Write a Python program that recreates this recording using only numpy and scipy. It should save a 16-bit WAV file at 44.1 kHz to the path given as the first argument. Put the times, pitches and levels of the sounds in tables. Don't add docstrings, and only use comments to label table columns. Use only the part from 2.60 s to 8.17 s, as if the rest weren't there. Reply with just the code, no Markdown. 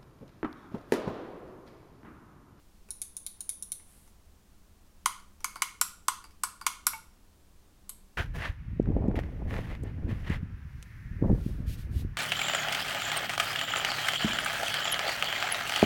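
import sys
import numpy as np
from scipy import signal
from scipy.fft import rfft, irfft
from scipy.io import wavfile
from scipy.ndimage import uniform_filter1d

SR = 44100
rng = np.random.default_rng(int(sys.argv[2]) if len(sys.argv) > 2 else 0)


def waveform_to_disk(signal):
    frames = np.transpose(np.atleast_2d(signal))
    scaled = np.clip(frames, -1, 1) * 32767
    samples = np.round(scaled).astype(np.int16)
    wavfile.write(sys.argv[1], SR, samples)


N = 245637
SIZE, LEAD = 8192, 128
T = (np.arange(SIZE) - LEAD) / SR
AGE = np.maximum(T, 0)
HZ = np.fft.rfftfreq(SIZE, 1 / SR)

SNAP_COLOURS = {"down": [(1200, -31.5), (2500, -34.5), (3400, -21), (4150, -18), (4750, -28), (5400, -13.5),
                (6500, -14.5), (8000, -19), (9000, 1.5), (9600, -3.5), (10300, 2.5), (12100, -22.5),
                (13500, -17), (16000, -33.5)], "up": [(1180, -37), (2000, -34), (2160, -28.5),
                (2980, -32.5), (3740, -18), (5390, -23.5), (6250, -14), (7700, -23), (8330, -9),
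                (8850, -13.5), (10000, 1.5), (12400, -22.5), (13200, -19), (16000, -37)],
                "latch": [(1000, -49.5), (1700, -16.5), (2190, -5.5), (2520, -19), (3040, -7.5),
                (3740, -13), (5000, -10), (5440, -15), (5920, -5.5), (7140, -9), (9640, -8.5), (13800, -19),
                (16000, -29.5)], "return": [(1000, -41.5), (1700, -10), (1980, -21.5), (2190, -3),
                (2570, -17.5), (3810, -17), (4640, -11), (5440, -13), (6320, -10.5), (7140, -10.5),
                (8140, -7.5), (11300, -10), (16000, -28.5)], "unlatch": [(1000, -29.5), (1700, -13),
                (2200, -6), (3000, -12), (3500, -6), (4500, -6), (5800, 2), (6500, -6.5), (7700, 3),
                (9300, -2.5), (10500, 3.5), (12600, -2.5), (14000, -6), (16000, -20.5)],
                "small": [(1000, -57), (1700, -24), (1780, -23), (2170, -12), (3340, -12.5), (3950, -7),
                (5600, -14), (8070, 2.5), (8780, -4.5), (11000, 3.5), (13000, -5), (16000, -32)]}
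# pitch_hz, level_db, t60_s
WHEEL_MODES = [(888, 0, .14), (1480, -13, .1), (2228, -2, .07), (2710, -8, .08)]
# pitch_hz, level_db, t60_s
LEVER_MODES = [(2215, 0, .026), (2400, -10, .025), (2710, -14, .06), (2968, -13, .04)]


def amp(db):
    return 10 ** (np.asarray(db) / 20)


def unit_rms(x):
    return x / np.sqrt(np.mean(x ** 2) + 1e-20)


def curve(points, hz):
    point_hz, value = np.transpose(points)
    return np.interp(np.log(hz + 1), np.log(point_hz + 1), value)


def add(mix, start_s, hit):
    part = mix[:, round(start_s * SR) - LEAD:][:, :SIZE]
    part += hit[..., :part.shape[1]]


def noise(colour):
    gain = amp(curve(colour, np.fft.rfftfreq(N, 1 / SR)))
    return unit_rms(irfft(rfft(rng.standard_normal(N)) * gain, N))


def room_tone(level_db=-57):
    # frequency_hz, density_db
    colour = [(20, -2), (45, -7), (60, -12.5), (75, -6.5), (105, -19), (160, -20.5), (195, -13.5),
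              (235, -23), (310, -22.5), (550, -30), (1100, -31.5), (1900, -37.5), (7500, -39.5),
              (16000, -44)]
    return amp(level_db) * noise(colour)


def ringing(modes, swell_s=0.00037):
    ring = sum(amp(db - 60 * AGE / t60) * np.sin(2 * np.pi * hz * AGE) for hz, db, t60 in modes)
    return ring * (1 - np.exp(-(AGE / swell_s) ** 2))


def fingertip():
    # pitch_hz, level_db, t60_s
    bump = [(400, 4, 0.026)]
    return amp(-53.5) * ringing(bump)


def body_response(colour):
    log_gain = np.log(amp(curve(colour, HZ)))
    mirrored = np.r_[log_gain, log_gain[-2:0:-1]]
    return np.exp(np.conj(signal.hilbert(mirrored)))[:len(HZ)]


def snap(colour, buzz_s, chatter_s=0.00043, buzz_db=-9):
    rise = AGE / chatter_s
    envelope = rise * np.exp(1 - rise) + amp(buzz_db) * (T > 0) * np.exp(-AGE / buzz_s)
    burst = rfft(rng.standard_normal(SIZE) * envelope)
    burst /= np.sqrt(uniform_filter1d(abs(burst) ** 2, size=200))
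    all_round = burst / np.sqrt(abs(burst))
    body = body_response(colour)
    fade = np.clip(2 - 4 * AGE / AGE[-1], 0, 1)
    gain = np.sqrt(0.003 * SR / SIZE)
    return gain * np.array([unit_rms(fade * irfft(path * body)) for path in (burst, all_round)])


def knock(centre_hz, swell_s=0.002766, focus_db=9):
    # pitch_hz, level_db, t60_s
    shell_modes = [(320, -15, 0.034), (747, -6, 0.023), (912, -19.5, 0.086), (1012.7, -5.5, 0.028),
                   (1088, 10.5, 0.018), (1235, -6.5, 0.043), (1425, 10.5, 0.019), (1565, -5.5, 0.011),
                   (2140, -12, .014)]
    hz, db, t60 = np.transpose(shell_modes)[:, :, None]
    place_db = -focus_db * np.minimum(abs(np.log2(hz / centre_hz)) * 2, 1)
    ring = (amp(db + place_db - 60 * AGE / t60) * np.sin(2 * np.pi * hz * (AGE - swell_s))).sum(0)
    ring *= 1 - np.exp(-(AGE / swell_s) ** 2)
    return ring / abs(ring).max()


def room(sound, desk_db, desk_s, spread_s, tail_db):
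    # frequency_hz, t60_s
    decay = [(300, 0.19), (1200, 0.41), (3000, 0.37), (7000, 0.37), (10000, 0.33), (15000, 0.22)]
    # frequency_hz, level_db
    colour = [(300, -0.5), (1200, -3.5), (3000, -1), (8000, -6), (12000, -2), (16000, -1)]
    direct, all_round = sound
    t = np.arange(SR // 2) / SR
    desk = rng.standard_normal(len(t)) * np.exp(-((t - desk_s) / spread_s) ** 2)
    hz, frame_s, bands = signal.stft(rng.standard_normal(len(t)), SR, nperseg=256)
    bands = bands * amp(curve(colour, hz)[:, None] - 60 * frame_s / curve(decay, hz)[:, None])
    tail = signal.istft(bands, SR, nperseg=256)[1][:len(t)]
    tail *= 1 - np.exp(-(t / 0.0041) ** 2)
    echo = amp(desk_db) * desk / np.linalg.norm(desk) + amp(tail_db) * tail / np.linalg.norm(tail)
    return direct + signal.fftconvolve(all_round, echo)[:N]


def touches(peak_db=13, width_octaves=0.12, firm_db=-52, knock_db_per_db=1.97):
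    # start_s, level_db, pitch_hz
    ticks = [(.288, -55, 2500), (1.197, -56.5, 2150), (1.477, -60.5, 6050), (2.599, -58, 4430),
             (2.805, -52.5, 5800), (2.9576, -40.5, 4700), (3.641, -46.5, 4700), (3.709, -59.5, 5200),
             (4.0131, -41.5, 4700)]
    # frequency_hz, level_db
    tick_colour = [(300, -9.5), (1800, 1), (3500, -8), (7000, -7), (9000, -2.5), (12500, -9.5),
                   (16000, -22)]
    out = np.zeros((2, N))
    add(out, 0.287, fingertip())
    for start_s, level_db, pitch_hz in ticks:
        resonance_db = peak_db * np.exp(-(np.log2((HZ + 1) / pitch_hz) / width_octaves) ** 2)
        colour = np.c_[HZ, curve(tick_colour, HZ) + resonance_db]
        tick = snap(colour, buzz_s=0.012) + amp(-10.5) * ringing(WHEEL_MODES)
        knock_db = firm_db + knock_db_per_db * (level_db - firm_db)
        shell = amp(knock_db) * knock(centre_hz=1150, swell_s=0.00374, focus_db=5.5)
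        add(out, start_s, amp(level_db) * tick + shell)
    return room(out, desk_db=-8.5, desk_s=0.0088, spread_s=0.002, tail_db=-7.5)


def main_button(down_db=-32.5, up_db=-28.5, variety_db=-7, buzz_s=0.0019):
    # press_s, release_s
    clicks = [(0.306, 0.4171), (0.5672, 0.6645), (0.8063, 0.8926), (1.0246, 1.1192)]
    out = np.zeros((2, N))
    shell = amp(-59.5) * knock(centre_hz=1150)
    for stroke, snap_db, starts in zip(("down", "up"), (down_db, up_db), np.transpose(clicks)):
        usual = snap(SNAP_COLOURS[stroke], buzz_s)
        for start_s in starts:
            variation = amp(variety_db) * snap(SNAP_COLOURS[stroke], buzz_s)
            add(out, start_s, amp(snap_db) * (usual + variation) + shell)
    return room(out, desk_db=0.5, desk_s=0.0037, spread_s=0.0073, tail_db=-3.5)


def finger_slide(start_s=1.206, rise_s=0.1, hold_s=0.074, fall_s=0.2, level_db=-63):
    # frequency_hz, level_db
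    skin_colour = [(2000, -7.5), (6000, -12), (9000, 0), (10500, 1), (13000, -6), (16000, -26)]
    corners_s = start_s + np.cumsum([0, rise_s, hold_s, fall_s])
    swell = np.interp(np.arange(N) / SR, corners_s, [0, 1, 1, 0])
    return amp(level_db) * noise(skin_colour) * swell


def spring(pitch_hz, width_hz=280, t60_s=0.088):
    cluster = irfft(rfft(rng.standard_normal(SIZE)) * np.exp(-((HZ - pitch_hz) / width_hz) ** 2))
    return unit_rms(cluster) * (T > 0) * amp(-60 * AGE / t60_s)


def wheel_latch(knock_db_per_db=1.97):
    strokes = {"lock": ("latch", -21, -14.5, 1070, -27.5, -34.5),
               "rest": ("return", -23.5, -19, 1175, -30, -32.5),
               "free": ("latch", -20.5, -18, 1125, -19.5, -46.5),
               "spring back": ("unlatch", -16.5, -18, 1320, -30.5, -28.5)}
    spring_hz = {"low": 6330, "middle": 7450, "high": 8100, "bright": 9800, "top": 11600}
    # start_s, stroke, strength_db, resonance
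    cues = [(2.4590, "lock", 1, "bright"), (2.8443, "rest", -1.4, "low"), (3.0207, "free", 0.15, "low"),
            (3.2132, "spring back", .2, "middle"), (3.483, "lock", 1, "high"),
            (3.8355, "rest", 0.53, "high"), (4.0655, "free", 1.34, "bright"),
            (4.2677, "spring back", 0.5, "top")]
    clacks, knocks = np.zeros((2, 2, N))
    slot_gain = amp([[0], [-3]])
    for start_s, stroke, strength_db, resonance in cues:
        snap_colour, snap_db, knock_db, centre_hz, lever_db, spring_db = strokes[stroke]
        click = amp(snap_db) * snap(SNAP_COLOURS[snap_colour], buzz_s=0.0083)
        lever = amp(lever_db) * slot_gain * ringing(LEVER_MODES)
        rattle = amp(spring_db) * spring(spring_hz[resonance])
        add(clacks, start_s, amp(strength_db) * (click + lever + rattle))
        shell = amp(knock_db + knock_db_per_db * strength_db) * knock(centre_hz, focus_db=10)
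        add(knocks, start_s, shell)
    return (room(clacks, desk_db=-12.5, desk_s=0.0033, spread_s=0.0054, tail_db=-9)
            + room(knocks, desk_db=-15.5, desk_s=0.007, spread_s=0.009, tail_db=-10.5))


def wheel_drop(start_s=4.3329):
    out = np.zeros((2, N))
    metal = amp(-38.5) * ringing(WHEEL_MODES) + amp(-41) * ringing(LEVER_MODES)
    add(out, start_s, metal + amp(-32) * knock(centre_hz=950))
    return room(out, desk_db=-5, desk_s=0.0077, spread_s=0.0014, tail_db=-9.5)


def small_button(start_s=5.2933):
    # pitch_hz, level_db, t60_s
    leaf_modes = [(3630, -14, 0.18), (8340, -6, 0.24), (10700, -2, 0.078), (13100, -14, .07)]
    out = np.zeros((2, N))
    click = amp(-33.5) * snap(SNAP_COLOURS["small"], buzz_s=0.0064)
    shell = amp(-47) * knock(centre_hz=1066)
    add(out, start_s, click + shell + amp(-48.5) * ringing(leaf_modes))
    return room(out, desk_db=-4, desk_s=0.0043, spread_s=0.0027, tail_db=-8)


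def scene():
    mouse = main_button() + wheel_latch() + wheel_drop() + small_button() + touches()
    return (mouse + finger_slide() + room_tone())[None]


def record(dry):
    low_pass = signal.firwin(255, cutoff=16000, window=("kaiser", 8), fs=SR)
    return signal.oaconvolve(dry, low_pass[None], "same")


dry = scene()
out = record(dry)
waveform_to_disk(out)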